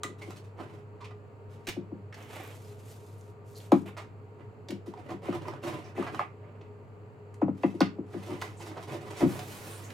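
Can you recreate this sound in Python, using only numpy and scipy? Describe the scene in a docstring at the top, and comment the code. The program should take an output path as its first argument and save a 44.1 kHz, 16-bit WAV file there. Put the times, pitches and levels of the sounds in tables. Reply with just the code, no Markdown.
"""A small, hard-walled shop with a humming appliance, where a cardboard box is unpacked on a table.
Flaps scrape by stick-slip friction and snap, ringing the box; a plastic bag rustles as its creases pop.
Parts are set down and send bending waves through the table top.
At last the box is turned over, lands with a thud and slides up off its foam block."""
import sys
import numpy as np
from scipy import signal
from scipy.fft import rfft, irfft, next_fast_len
from scipy.io import wavfile
from scipy.ndimage import uniform_filter1d

SR = 44100
rng = np.random.default_rng(int(sys.argv[2]) if len(sys.argv) > 2 else 0)


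def bounce(signal):
    """Save signal as a 16-bit WAV file at the path given by the first command-line argument."""
    frames = np.transpose(np.atleast_2d(signal))
    limited = np.clip(frames, -1, 1)
    pcm = np.round(limited * 32767).astype(np.int16)
    wavfile.write(sys.argv[1], SR, pcm)


N = 437913
SIZE = 16384  # samples per impact or room response
T, F = np.arange(SIZE) / SR, np.arange(SIZE // 2 + 1) * SR / SIZE  # s, Hz


def undb(db):
    """Decibels to gain."""
    return 10 ** (np.asarray(db) / 20)


def unit(x):
    """Scale to rms 1."""
    return x / np.sqrt(np.mean(x ** 2))


def read(points, f):
    """A (Hz, value) table read on a log-frequency axis."""
    hz, value = np.transpose(points)
    return np.interp(np.log(f + 1e-3), np.log(hz), value)


def colour(x, points):
    """Filter by a (Hz, dB) table."""
    size = next_fast_len(x.shape[-1], True)
    gain = undb(read(points, np.arange(size // 2 + 1) * SR / size))
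    return irfft(rfft(x, size) * gain, size)[..., :x.shape[-1]]


def causal(db):
    """Minimum-phase response of a gain curve: nothing sounds before the blow."""
    cepstrum = irfft(np.log(undb(db)))
    fold = 1 + np.sign(SIZE / 2 - np.arange(SIZE)) * (T > 0)
    return np.exp(rfft(cepstrum * fold))


def walk(rate_hz):
    """Smooth random wander, rms 1."""
    hold = int(SR / rate_hz)
    steps = np.repeat(rng.standard_normal(N // hold + 1), hold)
    return unit(uniform_filter1d(steps, hold)[:N])


def ringing(modes):
    """Response of a body: the blow itself plus its decaying modes."""
    return 1 + sum(undb(db) / (1 + 2j * np.pi * (F - hz) * t60 / np.log(1000)) for hz, db, t60 in modes)


# Diffuse field width. Each row: frequency in Hz, side minus mid in dB.
WIDTH = [(100, -8.5), (380, -10.5), (700, -6), (1300, 1.5), (2400, -1), (4400, -4), (12000, -3.5)]

def diffuse(mid, side):
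    """Left and right of a diffuse field, alike in the bass."""
    side = colour(side, WIDTH)
    return np.array([mid + side, mid - side])


# Fan air spectrum. Each row: frequency in Hz, relative level in dB.
FAN_AIR = [(18, -78.5), (30, -58), (64, -19), (79, -18.5), (102, -1), (164, -13.5), (350, -17.5),
           (379, -16.5), (420, -8.5), (532, -19), (1300, -30), (1700, -37), (2700, -39.5), (3600, -53.5),
           (4500, -47.5), (5310, -61), (6600, -56.5), (7400, -50), (8700, -63), (15500, -64)]
# Hum lines. Each row: frequency in Hz, rms level in dB, waver relative to the steady tone.
HUM = [(100.6, -50, 0.12), (416, -57, 1.17), (932, -70, 0.6), (1190, -76.5, 2.5)]

def appliance(air_db=-50.5):
    """Dull fan air and a hum that wavers in level and phase."""
    air = unit(colour(diffuse(*rng.standard_normal((2, N))), FAN_AIR)) * undb(air_db)
    time, hum = np.arange(N) / SR, np.zeros(N)
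    for hz, db, waver in HUM:
        drift = 1 + waver * (walk(14) + 1j * walk(12))
        hum += undb(db) * unit(np.real(drift * np.exp(2j * np.pi * hz * time)))
    return air + hum


# Room decay. Each row: frequency in Hz, T60 in seconds.
ROOM_T60 = [(150, 0.34), (600, 0.13), (2400, 0.25), (6000, 0.21), (14000, 0.17)]
# Stereo balance of table and box. Each row: frequency in Hz, left minus right in dB.
TABLE_BALANCE = [(100, 5.5), (320, 3), (600, 0.5), (1200, 6.5), (2400, -17.5)]
BOX_BALANCE = [(150, 1.5), (600, -4), (2400, -3.5), (6000, -0.6), (12000, 1.5)]

def room(balance, wet_db, first_wall_s=0.0018):
    """Yields responses from ever new spots: direct sound, then a dense tail, longest in the bass."""
    noise = rfft(diffuse(*rng.standard_normal((2, SIZE))))
    hz, t60 = np.transpose(ROOM_T60)
    bands = np.array([irfft(noise * read(list(zip(hz, band)), F)) for band in np.eye(len(hz))])
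    fades = undb(-60 * T / t60[:, None]) * np.clip(T / first_wall_s - .5, 0, 1)
    sides = np.array([causal(sign * read(balance, F) / 2) for sign in (1, -1)])
    while True:
        tail = np.einsum("bct,bt->ct", np.roll(bands, rng.integers(SIZE), axis=2), fades)
        yield sides * rfft((T == 0) + undb(wet_db) * unit(tail) / np.sqrt(SIZE))


def moving(x, spots, spot_count=16, hop=1024):
    """A moving contact: successive moments reach the room from a cycle of spots."""
    responses = [next(spots) for _ in range(spot_count)]
    out = np.zeros((2, N + SIZE))
    x, window = np.pad(x, (0, 2 * hop)), np.hanning(2 * hop)
    for k, i in enumerate(range(0, N, hop)):
        moment = x[i:i + 2 * hop] * window
        if moment.any():
            out[:, i:i + SIZE] += irfft(rfft(moment, SIZE) * responses[k % spot_count])
    return out[:, :N]


def stroke(start_s, length_s, swell_share=0.41, ease_db_per_s=26.5, release_s=0.022):
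    """Force of one stroke: swells, eases off, dies as the hand lets go."""
    force, first = np.zeros(N), max(int(start_s * SR), 0)
    age = np.arange(min(SR, N - first)) / SR
    swell = np.sin(np.pi / 2 * np.minimum(age / (swell_share * length_s), 1)) ** 2
    release = np.exp(-np.clip((age - length_s) / release_s, 0, 20))
    force[first:first + len(age)] = swell * undb(-ease_db_per_s * age) * release
    return force


def effort(strokes):
    """Scrape and hiss envelopes of a run of strokes, summed in power."""
    return np.sqrt(sum(np.outer(undb(levels_db), stroke(start_s, length_s)) ** 2
                       for start_s, length_s, *levels_db in strokes))


def friction(scrape, hiss, body, surface, slips_per_s, scatter_db, judder_db, snags_per_s, snag_db):
    """Uneven slips drive the body and hiss at the surface; each random snag lets go in a flurry."""
    slips = (rng.random(N) < slips_per_s / SR) * rng.choice([-1, 1], N)
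    sizes = undb(scatter_db * np.minimum(rng.exponential(size=N), 5))
    snags, flurry_s = rng.random(N) < snags_per_s / SR, 0.0046
    flurries = signal.lfilter([1], [1, -np.exp(-1 / (flurry_s * SR))], snags)
    slips = slips * sizes * undb(judder_db * walk(70)) * (1 + undb(snag_db) * flurries)
    return scrape * unit(colour(slips, body)) + hiss * unit(colour(slips, surface))


def pops(low_hz, high_hz, per_s, ring_cycles, scatter_db, size=512):
    """Creases or fibres let go one by one, each at its own pitch."""
    out = np.zeros(N + size)
    for when, pitch, chance in rng.random((int(per_s * N / SR), 3)):
        cycles = T[:size] * low_hz * (high_hz / low_hz) ** pitch
        gain = undb(scatter_db * min(-np.log(chance), 3))
        i = int(when * N)
        out[i:i + size] += gain * np.sin(2 * np.pi * cycles) * np.exp(-cycles / ring_cycles)
    return unit(out[:N])


# Tight surfaces sliding. 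Each row: start in seconds, length in seconds, pitch in Hz, level in dB.
SQUEAKS = [(3.544, .03, 4300, -61.5), (5.836, 0.02, 5360, -65), (8.562, 0.035, 7700, -63),
           (9.68, 0.083, 9100, -56.5), (9.837, .015, 6900, -58)]

def squeaks(relative_bandwidth=0.3):
    """Where a surface grips tightly, its friction gathers in one resonance."""
    out, slips = np.zeros(N), rng.standard_normal(N)
    for start_s, length_s, hz, db in SQUEAKS:
        peak = signal.iirpeak(hz, 1 / relative_bandwidth, fs=SR)
        tone = unit(signal.lfilter(*peak, signal.lfilter(*peak, slips)))
        out += undb(db) * stroke(start_s, length_s) * tone
    return out


# Bag handling. Each row: start in seconds, length in seconds, scrape in dB, hiss in dB.
BAG_RUBS = [(2.13, 0.13, -52, -68.5), (2.24, 0.29, -46.5, -58), (2.35, 0.086, -47, -67),
            (2.48, 0.25, -61, -62.5), (2.72, 0.29, -65, -66), (2.85, 0.11, -66, -61),
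            (2.93, 0.37, -69, -64), (3.43, 0.17, -79, -67), (3.55, 0.025, -72, -59),
            (3.58, 0.081, -61, -63), (3.74, 0.066, -79, -64), (3.853, 0.027, -50.5, -69)]
# Bag scrape and hiss spectra. Each row: frequency in Hz, gain in dB.
BAG_BODY = [(100, -12), (300, 10.5), (700, 11), (1400, 0.5), (2200, 2.5), (3200, -2.5), (6000, -31)]
BAG_HISS = [(1500, -20), (3500, 2), (7500, 5.5), (10000, 1.5), (13500, 1.5), (15500, -20)]

def plastic_bag():
    """The film rubs and its creases pop."""
    scrape, hiss = effort(BAG_RUBS)
    rub = friction(scrape, hiss, BAG_BODY, BAG_HISS,
                   slips_per_s=1800, scatter_db=0.5, judder_db=2.5, snags_per_s=22, snag_db=-13)
    creases = pops(low_hz=3200, high_hz=14400, per_s=85, ring_cycles=2, scatter_db=10)
    return rub + hiss * undb(-4) * creases


# Hands and parts on card. Each row: start in seconds, length in seconds, scrape in dB, hiss in dB.
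CARD_RUBS = [(.17, 0.17, -58, -62), (.355, 0.016, -68, -58.5), (.44, 0.0046, -67, -63.5),
             (.56, 0.075, -52.5, -69.5), (.64, 0.14, -59, -71.5), (1.485, .062, -69, -68.5),
             (1.57, 0.1, -70, -76), (4.38, 0.025, -59, -84), (4.855, 0.029, -66, -66.5),
             (4.92, .16, -58, -73), (5.08, 0.032, -46.5, -64), (5.205, 0.15, -45, -59),
             (5.37, .2, -47.5, -64), (5.61, 0.09, -44, -55), (5.7, 0.084, -49.5, -64),
             (5.8, 0.092, -57, -71.5), (5.94, 0.098, -42.5, -57.5), (6.08, 0.13, -51, -64),
             (6.34, 0.33, -59, -101), (7.52, 0.27, -66, -66.5), (8.04, 0.31, -55.5, -62),
             (8.23, .1, -55, -57.5), (8.29, 0.036, -45, -60), (8.35, 0.19, -56, -60.5),
             (8.575, 0.096, -55.5, -55.5), (8.66, .14, -51.5, -67), (8.79, 0.038, -60, -58.5),
             (8.862, 0.099, -47.5, -57), (8.98, 0.11, -51.5, -60), (9.08, 0.12, -51, -57),
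             (9.15, 0.08, -57, -50.5)]
# Card scrape and hiss spectra. Each row: frequency in Hz, gain in dB.
CARD_BODY = [(70, -48), (135, 4.5), (300, 5), (450, 4.5), (720, -1), (1100, -4), (1500, -11.5),
             (2200, -13.5), (3500, -24), (7000, -56)]
CARD_HISS = [(1200, 2), (3000, 7), (5000, 4.5), (8000, 1), (12000, -4), (15500, -13)]
# Box panels and hollow. Each row: frequency in Hz, gain in dB, T60 in seconds.
BOX_MODES = [(132, 15, 0.45), (341, 4.5, 0.035), (418, -8, 0.1), (595, 4.5, 0.078), (736, 5, 0.098),
             (890, -3.5, 0.19), (1013, 1, 0.037), (1219, -1, 0.038), (1500, -15, .18), (1980, -3, 0.023)]

def cardboard():
    """Rubbing rings the box while fibres of the card catch."""
    scrape, hiss = effort(CARD_RUBS)
    rub = friction(scrape, hiss, CARD_BODY, CARD_HISS,
                   slips_per_s=3000, scatter_db=1.5, judder_db=3.5, snags_per_s=20, snag_db=-5.5)
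    box = signal.oaconvolve(rub, irfft(ringing(BOX_MODES)))[:N]
    fibres = pops(low_hz=450, high_hz=3030, per_s=220, ring_cycles=3.5, scatter_db=2.5)
    return box + scrape * undb(-5.5) * fibres


# Box on foam. Each row: start in seconds, length in seconds, scrape in dB, hiss in dB.
FOAM_RUBS = [(9.204, 0.016, -35, -57), (9.23, 0.21, -47, -51), (9.39, 0.3, -53, -50),
             (9.57, 0.27, -52, -52.5), (9.8, 0.14, -52, -62.5)]
# Foam hiss spectrum. Each row: frequency in Hz, gain in dB.
FOAM_HISS = [(1200, 1), (3000, -0.5), (5500, -2), (9200, -2.5), (13000, -4), (15500, -9.5)]

def foam_slide():
    """The box slides off its foam block in very dense slips."""
    return friction(*effort(FOAM_RUBS), CARD_BODY, FOAM_HISS,
                    slips_per_s=16000, scatter_db=3, judder_db=1, snags_per_s=31, snag_db=-11)


def contact(cut_hz):
    """A contact of finite duration excites little above its cut-off."""
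    return causal(-10 * np.log10(1 + (F / cut_hz) ** 4))


def spray(decay_s, rise_share=0.28):
    """Spectrum of tiny contacts that build as the surfaces meet, then die away."""
    age = T / max(decay_s, 1e-4)
    return rfft(rng.standard_normal(SIZE) * np.exp(-age) * (1 - np.exp(-age / rise_share)))


def add(track, start_s, spectrum, dry_peak_db, response):
    """Mix in an impact, heard through a room response."""
    start = max(int(start_s * SR), 0)
    heard = irfft(spectrum * response)[:, :N - start]
    track[:, start:start + heard.shape[1]] += heard * undb(dry_peak_db) / np.abs(irfft(spectrum)).max()


# Snaps and slaps of card, paper and plastic. Each row: start in seconds, ring in dB, ring pitch in Hz,
# tick in dB, spray decay in seconds, ring Q.
SNAPS = [(0.0334, -30.5, 1180, -32, 0.0028, 6.1), (.0343, -30, 3740, -46, 0.00087, 3.9),
         (.034, -23, 7440, -28, 0.0013, 2.3), (.043, -35, 1200, -36, 0.0021, 3),
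         (.042, -35, 1920, -67, 0.0031, 5.8), (.217, -42, 2170, -42.5, 0.0085, 11),
         (.59, -36, 770, -50, 0.016, 1.2), (1.005, -42, 1010, -48, .026, 2.4),
         (1.044, -42.5, 2570, -43, .013, 1.9), (1.107, -44, 1010, -51, 0.0088, 1),
         (1.669, -52, 2300, -29, 0.013, 2), (1.686, -60, 2210, -26, 0.01, 2),
         (2.126, -39.5, 1810, -46.5, 0.0058, 1.6), (2.142, -46, 5700, -43, 0.0064, 2),
         (3.719, -37, 2220, -26, 0.0024, 3), (3.968, -34, 880, -39.5, 0.026, 0.67),
         (4.686, -35, 4370, -40.5, 0.0037, 1.6), (4.705, -41, 3070, -32.5, 0.0059, 1.7),
         (4.938, -36, 860, -48, 0.0022, 1.8), (4.973, -42, 750, -52, 0.0073, 5.5),
         (4.999, -42, 1000, -62, 0.0018, 3), (5.103, -40, 1010, -42.5, .0072, 2.5),
         (5.327, -34.5, 1180, -44, 0.005, 3.2), (5.42, -51, 1040, -47, 0.0035, 2.3),
         (5.454, -38, 980, -58, 0.0032, 5.9), (5.483, -29.5, 880, -36, 0.002, 3.2),
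         (5.536, -34, 685, -46, 0.0033, 1.3), (5.683, -35, 800, -47, 0.0036, 1.5),
         (6.025, -29, 1060, -40, 0.0047, 2), (6.067, -30, 880, -51, 0.017, 0.71),
         (6.146, -29, 1080, -38.5, 0.0055, 1.6), (6.1938, -15.5, 1080, -60, 0.0015, 2.56),
         (6.194, -24.5, 550, -67, .0013, 1.8), (6.2, -36, 2200, -59, 0.016, 2.6),
         (6.21, -27.5, 780, -58, 0.0045, 3.3), (6.611, -66, 1890, -52, 0.0081, 2),
         (7.342, -49.5, 7360, -52, 0.0041, 2), (7.634, -31, 2220, -60, 0.0046, 2),
         (7.8055, -21.5, 4360, -26, 0.002, 2.2), (7.808, -20, 1200, -50, 0.0058, 1.3),
         (7.816, -20, 2400, -44, 0.0018, 1.7), (8.14, -41, 1300, -59, 0.0038, 1.2),
         (8.414, -48, 2000, -30.5, 0.0059, 2), (8.4203, -26, 900, -31, 0.0059, 1.4),
         (8.419, -35.5, 2050, -52, 0.005, 9.7), (8.604, -39, 834, -55, 0.0025, 2.8),
         (8.669, -35, 730, -55, 0.0023, 1.7), (8.768, -32.5, 700, -46.5, 0.02, 0.94),
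         (8.935, -32.5, 526, -48, 0.016, 1.3), (9.133, -37, 626, -48, .003, 2.4),
         (9.228, -22, 131, -63, 0.0086, 1.06), (9.356, -37, 670, -55, 0.0033, 3),
         (9.391, -33.5, 620, -31, 0.0042, 2.4), (9.903, -42, 2400, -36.5, 0.0048, 1.5)]
# Tick spectrum. Each row: frequency in Hz, gain in dB.
TICK_COLOUR = [(300, 4.5), (1000, 1), (2400, 5), (4500, -1), (7500, -5.5), (11000, -12.5), (15500, -15)]

def snaps(first_contact_db=14, tick_decay_share=0.8, light_hz=7500, light_db=-45, hardening=0.65):
    """A clean contact, then a spray, rings a panel and the box; the tick is brighter when harder."""
    out = np.zeros((2, N))
    tick, box = causal(read(TICK_COLOUR, F)), ringing(BOX_MODES)
    spots = room(BOX_BALANCE, wet_db=-2.5)
    for (start_s, ring_db, ring_hz, tick_db, decay_s, q), spot in zip(SNAPS, spots):
        s = 1j * F / ring_hz
        panel = (s / q / (1 + s / q + s * s)) ** 2
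        add(out, start_s, box * panel * (undb(first_contact_db) + spray(decay_s)), ring_db, spot)
        cut_hz = light_hz * undb(hardening * (tick_db - light_db))
        add(out, start_s, tick * contact(cut_hz) * spray(decay_s * tick_decay_share), tick_db, spot)
    return out


# Blows on the table. Each row: start in seconds, thud in dB, contact cut-off in Hz, path through the top
# in metres, mode gain in dB (lower for a part held down), thud pitch in Hz.
KNOCKS = [(0.04, -33.5, 900, 0.74, 3, 344), (0.086, -37.5, 400, 1.08, 6, 360),
          (.272, -35, 353, 0.99, -6, 328), (1.672, -32.5, 500, 0.71, 5, 327),
          (1.763, -24.5, 235, 1.05, 1, 332), (1.915, -28.5, 332, 0.83, 3, 320),
          (3.7178, -5.5, 1190, 0.8, -0.5, 319), (3.743, -22.5, 300, 1.11, -2, 330),
          (4.687, -30, 400, 1.1, 0, 340), (4.716, -26, 322, 0.78, 5, 347), (4.867, -32, 330, 1.08, 10, 354),
          (5.099, -36, 400, 0.95, 4, 340), (5.136, -32.5, 259, 0.71, 12, 360),
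          (5.283, -18.5, 500, 0.73, -3, 348), (5.3, -28, 300, 0.73, 0, 340),
          (5.978, -25, 895, 0.54, -6, 388), (5.985, -20, 566, 0.87, -1, 352),
          (7.415, -14, 970, 1.05, 2.5, 300), (7.421, -24, 190, 0.92, -7, 302),
          (7.4785, -19.5, 674, .98, -5, 293), (7.633, -13, 930, 0.96, 9, 321),
          (7.737, -29, 290, 1.17, -7, 340), (7.8047, -11, 900, .82, 4, 315),
          (7.823, -30, 200, 0.6, -2, 300), (7.983, -23.5, 300, 0.64, -1.5, 330),
          (8.139, -28, 450, 0.91, 0, 380), (8.157, -28.5, 300, 0.76, 9, 318),
          (8.285, -31, 400, 0.83, 5, 368), (8.31, -32, 400, 0.91, -2, 377), (8.326, -30, 350, 0.81, 5, 328),
          (9.206, -21, 670, 0.97, 6, 352), (9.221, -12, 377, 1.14, -6, 344),
          (9.236, -14.5, 318, 0.95, 5, 345), (9.25, -19.5, 200, 1.03, -13, 340)]
# Spectra of the table's thud and the part's clack. Each row: frequency in Hz, gain in dB.
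THUD_COLOUR = [(40, -55), (90, -22.5), (130, -12.5), (175, -2.5), (250, 0), (310, 8), (365, 9), (435, -9),
               (560, 0.5), (750, -6.5), (1050, -8), (1400, -18.5), (2200, -35.5)]
CLACK_COLOUR = [(300, -16), (700, 17.5), (1200, 14.5), (1700, 2), (2500, -1), (4500, -31), (7000, -23),
                (15500, -55)]
# Table modes. Each row: frequency in Hz, gain in dB, T60 in seconds.
TABLE_MODES = [(97, -12, .5), (131, -12, .35), (195.7, 10.5, 0.16), (248, -7.5, 0.2), (275, 1.5, 0.069),
               (340, -5.5, 0.037), (353.8, -1.5, 0.14), (541, 0, 0.098), (582, -4, 0.076), (709, 7, 0.11),
               (809, 4.5, 0.071), (985, 6.5, 0.069), (1180, 6.5, .07)]

def table_knocks(wave_m_per_s=78, pivot_hz=300, dispersion=1.25, base_thud_hz=340, hard_hz=900):
    """Bending waves carry treble first and bass last, so each blow chirps down into the table's modes."""
    delay_s_per_m = (pivot_hz / np.maximum(F, 100)) ** dispersion / wave_m_per_s
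    phase_per_m = 2 * np.pi * np.cumsum(delay_s_per_m) * SR / SIZE
    modes = ringing(TABLE_MODES) - 1
    edge_echo = 1 + undb(-17) * np.exp(-2j * np.pi * F * 0.01356)  # back from the far edge
    out, clack = np.zeros((2, N)), causal(read(CLACK_COLOUR, F))
    thud_spots, clack_spots = room(TABLE_BALANCE, wet_db=-6.5), room(BOX_BALANCE, wet_db=-9.5)
    for start_s, thud_db, contact_hz, path_m, ring_db, thud_hz in KNOCKS:
        plate = causal(read(THUD_COLOUR, F * base_thud_hz / thud_hz))  # shifted by spot and load
        wave = plate * edge_echo * contact(contact_hz) * np.exp(-1j * phase_per_m * path_m)
        add(out, start_s, wave * (1 + undb(ring_db) * modes), thud_db, next(thud_spots))
        clack_db = thud_db - 20 + 12 * np.log2(contact_hz / hard_hz)  # a harder contact clacks more
        add(out, start_s, clack * spray(decay_s=0.015), clack_db, next(clack_spots))
    return out


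def scene():
    """Table, box, bag and foam sound into one room over the appliance."""
    card, bag, foam = cardboard(), plastic_bag(), foam_slide()
    rustle = moving(bag, room(BOX_BALANCE, wet_db=-1))  # held in the open: more direct sound
    impacts = table_knocks() + snaps()
    sliding = moving(card + foam + squeaks(), room(BOX_BALANCE, wet_db=3.5))
    return appliance() + rustle + sliding + impacts


def record(dry):
    """Steep low-pass at 15.9 kHz."""
    return signal.sosfilt(signal.ellip(10, .2, 70, 15900, fs=SR, output="sos"), dry)


dry = scene()
out = record(dry)
bounce(out)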